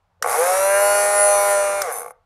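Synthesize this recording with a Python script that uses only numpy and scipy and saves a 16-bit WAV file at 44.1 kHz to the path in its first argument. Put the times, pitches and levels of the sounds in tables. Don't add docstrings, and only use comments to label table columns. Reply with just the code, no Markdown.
import sys
import numpy as np
from scipy import signal
from scipy.fft import rfft, irfft, next_fast_len
from scipy.io import wavfile
from scipy.ndimage import uniform_filter1d

SR = 44100
rng = np.random.default_rng(int(sys.argv[2]) if len(sys.argv) > 2 else 0)


def put_to_file(sound):
    columns = np.atleast_2d(sound).T
    safe = np.clip(columns, -1, 1)
    whole_steps = np.round(safe * 32767)
    wavfile.write(sys.argv[1], SR, whole_steps.astype(np.int16))


def ratio_of_db(decibels):
    return 10 ** (np.asarray(decibels, float) / 20)


N = 99225

ON_S, OFF_S, STOP_S = 0.2235, 1.818, 2.125
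CRUISE_HZ, MAINS_HZ = 203.3, 100
STEP = 64
SPLIT_HZ = 3000

# t/s, f/Hz
SHAFT_SPEED = [(.235, 45), (.265, 73), (.297, 112), (.349, 147), (.424, 172.2), (.472, 180.6),
               (.563, 189.9), (.689, 196.8), (.841, 202.7), (1.1, 204.1), (1.3, 203.3), (1.52, 201.8),
               (1.56, 200.2), (1.821, 199.3), (1.92, 134), (2., 90), (2.07, 51), (2.115, 27)]
# t/s, whine level/dB, thump level/dB, rattle level/dB, hiss
# level/dB
LAYER_LEVELS = [(.235, -12, -19, -52, -34.5), (.265, -20, -20.5, -32, -35), (.297, -24, -23, -27, -26),
                (.36, -24, -23, -27.5, -27), (.43, -21.5, -28.5, -28.5, -25.5),
                (.563, -18.5, -39, -29, -26), (.689, -18, -36, -28.5, -32.5),
                (.841, -17, -33, -28.5, -30.5), (1.1, -16.5, -32, -37.5, -29.5),
                (1.26, -16.5, -56, -32.5, -31), (1.52, -17.5, -38, -29, -32),
                (1.56, -18.5, -40, -39, -32.5), (1.821, -25.5, -33.5, -43, -34),
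                (1.9, -28.5, -29, -43.5, -35.5), (1.925, -33.5, -33, -30, -38), (1.995, -35, -33, -30, -41),
                (2.04, -40, -33.5, -40.5, -49.5), (2.115, -45.5, -38, -47, -58)]


def motor(t):
    times, *levels_db = np.array(LAYER_LEVELS, float).T
    waver = 1 + 0.0012 * slow_walk(14)
    hz = np.interp(t, *np.array(SHAFT_SPEED).T) * waver
    turns = np.cumsum(hz * (t > ON_S)) / SR
    powered = (t > ON_S) & (t < OFF_S)
    running = np.clip((t - ON_S) / 0.0014, 0, 1) * np.clip((STOP_S - t) / 0.011, 0, 1)
    thump, rattle = knocks(t, turns)
    layers = (whine(t, hz, turns, powered), thump, rattle, brushes(t, turns, powered))
    return running * sum(x * ratio_of_db(np.interp(t, times, db)) for x, db in zip(layers, levels_db))


# multiple of shaft speed, level/dB
SHAFT_MULTIPLES = [(1, -43), (2, -23), (3, 0), (4, -12), (5, -13), (6, -17), (7, -14), (8, -25), (9, -19),
                   (10, -23), (11, -26), (12, -25), (13, -34), (14, -29), (15, -41), (16, -41), (17, -42),
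                   (18, -36), (19, -41), (20, -37), (21, -32), (22, -32), (23, -36), (24, -39), (25, -40),
                   (26, -35), (27, -33), (28, -36), (29, -28), (30, -24), (31, -29), (32, -34), (33, -35),
                   (34, -40), (35, -35), (36, -24), (37, -32), (38, -35), (39, -32), (40, -32), (41, -30),
                   (42, -30), (43, -30), (44, -25), (45, -28), (46, -26), (47, -24), (48, -10), (49, -22),
                   (50, -29), (51, -32), (52, -27), (53, -29), (54, -30), (55, -30), (56, -33), (57, -26),
                   (58, -31), (59, -34), (60, -31)]
# f/Hz, width/Hz, level/dB
HOUSING_MODES = [(483, 28.3, -2.5), (596.8, 56, 0), (721, 92, -5.5), (853, 43, -5), (1124, 81, -4),
                 (1500, 144, -12), (2167, 130, -10), (3410, 210, -24.5), (6000, 540, -12.5),
                 (7630, 420, -22.5), (8800, 810, -16.5), (9870, 470, -13), (11740, 600, -16.5),
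                 (12950, 1100, -30.5)]


def whine(t, hz, turns, powered):
    drift_db, unsteady_db, swell_db = 5.5, 14, 5
    mains_depth, mains_max, slow_dull = 0.12, 0.5, 0.09
    count = len(SHAFT_MULTIPLES)
    phases = np.exp(2j * np.pi * rng.random((count, 2)))
    drifts = walk(9.55, count)
    slow_hz = hz[::STEP]
    speed = slow_hz / CRUISE_HZ
    turn = np.exp(2j * np.pi * turns)
    mains = powered * np.exp(2j * np.pi * MAINS_HZ * t)
    out = np.zeros(N)
    partial = np.ones(N, complex)
    for (k, db), (phase, mains_phase), drift in zip(SHAFT_MULTIPLES, phases, drifts):
        swell = np.abs(response(HOUSING_MODES, k * slow_hz) / response(HOUSING_MODES, k * CRUISE_HZ))
        body = np.minimum(swell, ratio_of_db(swell_db))
        spread_db = drift_db * min(k / 8, 1) + unsteady_db * np.abs(1 - speed)
        gain = body * speed ** (slow_dull * k) * ratio_of_db(db + spread_db * drift[:len(slow_hz)])
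        throb = 1 + min(mains_depth * k / 2, mains_max) * (mains * mains_phase).real
        partial = partial * turn
        out += np.repeat(gain, STEP)[:N] * throb * (partial * phase).imag
    return np.sqrt(2) * out * np.where(powered, 1, ratio_of_db(-4.5))


# f/Hz, width/Hz, level/dB
COUPLING_MODES = [(3600, 500, -11.5), (6270, 390, -5.5), (8890, 1200, -4), (10110, 500, 2),
                  (11400, 770, -2), (13360, 1800, -8)]


def knocks(t, turns):
    thump_s, rattle_s, rough, scatter_db = 0.0036, 0.0013, 0.12, 1.5
    alike = 0.85
    drive_s, coast_s = 0.2735, 2.1065
    drive_turns = turns - np.interp(drive_s, t, turns)
    coast_turns = turns - np.interp(coast_s, t, turns)
    count = np.floor(np.where(t < OFF_S, drive_turns, coast_turns)).astype(int)
    thump_size, rattle_size = ratio_of_db(scatter_db * rng.standard_normal((N // STEP, 2)))[count].T

    sample = np.arange(N)
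    strikes = np.diff(count, prepend=count[0]) == 1
    since = (sample - np.maximum.accumulate(strikes * sample)) / SR
    same_grit = rng.standard_normal(N)[np.rint(since * SR).astype(int)]
    grit = alike * same_grit + np.sqrt(1 - alike ** 2) * rng.standard_normal(N)

    blow = (since == 0) + rough * np.exp(-since / thump_s) * rng.standard_normal(N) / 4
    scrape = ((since / rattle_s) ** 2 * np.exp(-2 * since / rattle_s) + 0.04) * grit
    struck = HOUSING_MODES[:1] + HOUSING_MODES[2:]

    def thump_gain(f):
        return response(struck, f) * (1 - above(f, SPLIT_HZ)) / (1 + 1j * f / 1730) ** 2

    thump = shape(thump_size * blow * (t > ON_S), thump_gain)
    rattle = shape(rattle_size * scrape, lambda f: response(COUPLING_MODES, f) ** 2 * above(f, SPLIT_HZ))
    return unit(thump), unit(rattle)


# f/Hz, level/dB per Hz
BRUSH_HISS = [(300, -45.5), (450, -23), (1300, -22.5), (2200, -29), (3300, -43.5), (6000, -34.5),
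              (9800, -33), (14500, -48.5)]


def brushes(t, turns, powered):
    flutter = 1 + 0.27 * np.cos(2 * np.pi * turns) + 0.14 * powered * np.cos(2 * np.pi * MAINS_HZ * t)
    return unit(shape(flutter * rng.standard_normal(N), lambda f: ratio_of_db(table(BRUSH_HISS, f))))


# t/s, level/dB, decay/s
FINGER = [
    (0.198, -50, .01),
    (0.2165, -26, .004),
]
# t/s, level/dB, bright ring level/dB, decay/s
SNAPS = [
    (0.2244, -8.5, -5, 0.0036),
    (1.8179, -8.5, 6.5, 0.0036),
]
# f/Hz, width/Hz, level/dB
SWITCH_MODES = [(1250, 270, 3.5), (1990, 390, 0), (3290, 1200, -11), (5780, 730, -0.5), (8800, 1200, -5),
                (10100, 800, -8), (12140, 400, -4)]


def switch(t):
    out = np.zeros(N)
    for start, db, decay in FINGER:
        swell = burst(t, start, decay) - burst(t, start, decay / 3)
        out += ratio_of_db(db) * swell * np.sin(2 * np.pi * 530 * (t - start))
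    for start, db, bright_db, decay in SNAPS:
        def ring(f):
            return response(SWITCH_MODES, f) * (1 + (ratio_of_db(bright_db) - 1) * above(f, SPLIT_HZ))

        snap = shape(burst(t, start, decay) * rng.standard_normal(N), ring)
        out += ratio_of_db(db) * snap / np.abs(snap).max()
    return out


def room(t, near):
    t60_s, level_db = 0.3, -22
    echoes = rng.standard_normal(N) * burst(t, 0.0078, t60_s / np.log(1000))
    tail = shape(echoes, lambda f: 1 / (1 + 1j * f / 2200) ** 2)
    return ratio_of_db(level_db) * smear(near, tail)


# f/Hz, level/dB per Hz
HOUSE_NOISE = [(18, -30), (30, -2), (49, -12), (102, -15.5), (312, -33), (524, -24), (905, -17),
               (1830, -31), (15000, -53)]


def floor(t):
    hum_hz, hum_db, octave_db = 87, -72.5, -75.5
    hum_modes = [(hum_hz, 16, 0), (2 * hum_hz, 12, octave_db - hum_db)]
    rumble_modes = [(181, 24, -4), (308, 13, 0.5)]
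    air = unit(shape(rng.standard_normal(N), lambda f: ratio_of_db(table(HOUSE_NOISE, f))))
    hum = unit(shape(rng.standard_normal(N), lambda f: response(hum_modes, f) ** 2))
    rumble = unit(shape(rng.standard_normal(N), lambda f: response(rumble_modes, f) * above(f, 140)))
    lift = uniform_filter1d(1. * (t > ON_S) * (t < OFF_S + 0.05), size=4000)
    fade = np.clip((STOP_S + 0.087 - t) / 0.5, 0, 1)
    shaking = uniform_filter1d(1. * (t > ON_S) * fade * (t < STOP_S), size=1000)
    return ratio_of_db(-68.5) * air + ratio_of_db(hum_db + 14.5 * lift) * hum + ratio_of_db(-55.5) * shaking * rumble


def treble_width(t, mid):
    level = ratio_of_db(-25 + 8 * slow_walk(12))
    spread = smear(mid, rng.standard_normal(N) * burst(t, 0, 0.002))
    return level * shape(spread, lambda f: above(f, 5500))


def table(points, hz):
    p = np.array(points, float)
    return np.interp(np.log(np.maximum(hz, 1)), np.log(p[:, 0]), p[:, 1])


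def response(peaks, hz):
    total = 0
    for k, (f, width, db) in enumerate(peaks):
        detune = hz / f - f / np.maximum(hz, 1)
        total = total + (-1) ** k * ratio_of_db(db) / (1 + 1j * detune * f / width)
    return total


def above(hz, edge_hz, order=8):
    return 1 / (1 + np.minimum(edge_hz / np.maximum(hz, 1), 20) ** order)


def shape(x, gain):
    size = next_fast_len(2 * N)
    return irfft(rfft(x, size) * gain(np.arange(size // 2 + 1) * SR / size), size)[:N]


def smear(x, tail):
    return signal.fftconvolve(x, tail / np.sqrt(np.sum(tail ** 2)))[:N]


def unit(x):
    return x / np.sqrt(np.mean(x ** 2))


def walk(rate, count):
    k = int(SR / STEP / rate) + 2
    steps = rng.standard_normal((count, N // STEP + 1))
    return np.sqrt(0.72 * k) * uniform_filter1d(uniform_filter1d(steps, k), k)


def slow_walk(rate):
    return np.repeat(walk(rate, count=1), STEP)[:N]


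def burst(t, start, decay):
    return (t >= start) * np.exp(-np.maximum(t - start, 0) / decay)


def scene():
    t = np.arange(N) / SR
    near = motor(t) + switch(t)
    near = near + room(t, near)
    heard = shape(near, lambda f: above(f, 350, order=14) * (1 - above(f, 14300, order=60)))
    mid = heard + floor(t)
    side = treble_width(t, mid)
    return np.array([mid + side, mid - side])


def low_pass(x):
    return signal.sosfilt(signal.butter(12, 15490, fs=SR, output="sos"), x)


def record(dry):
    return low_pass(dry)


dry = scene()
out = record(dry)
put_to_file(out)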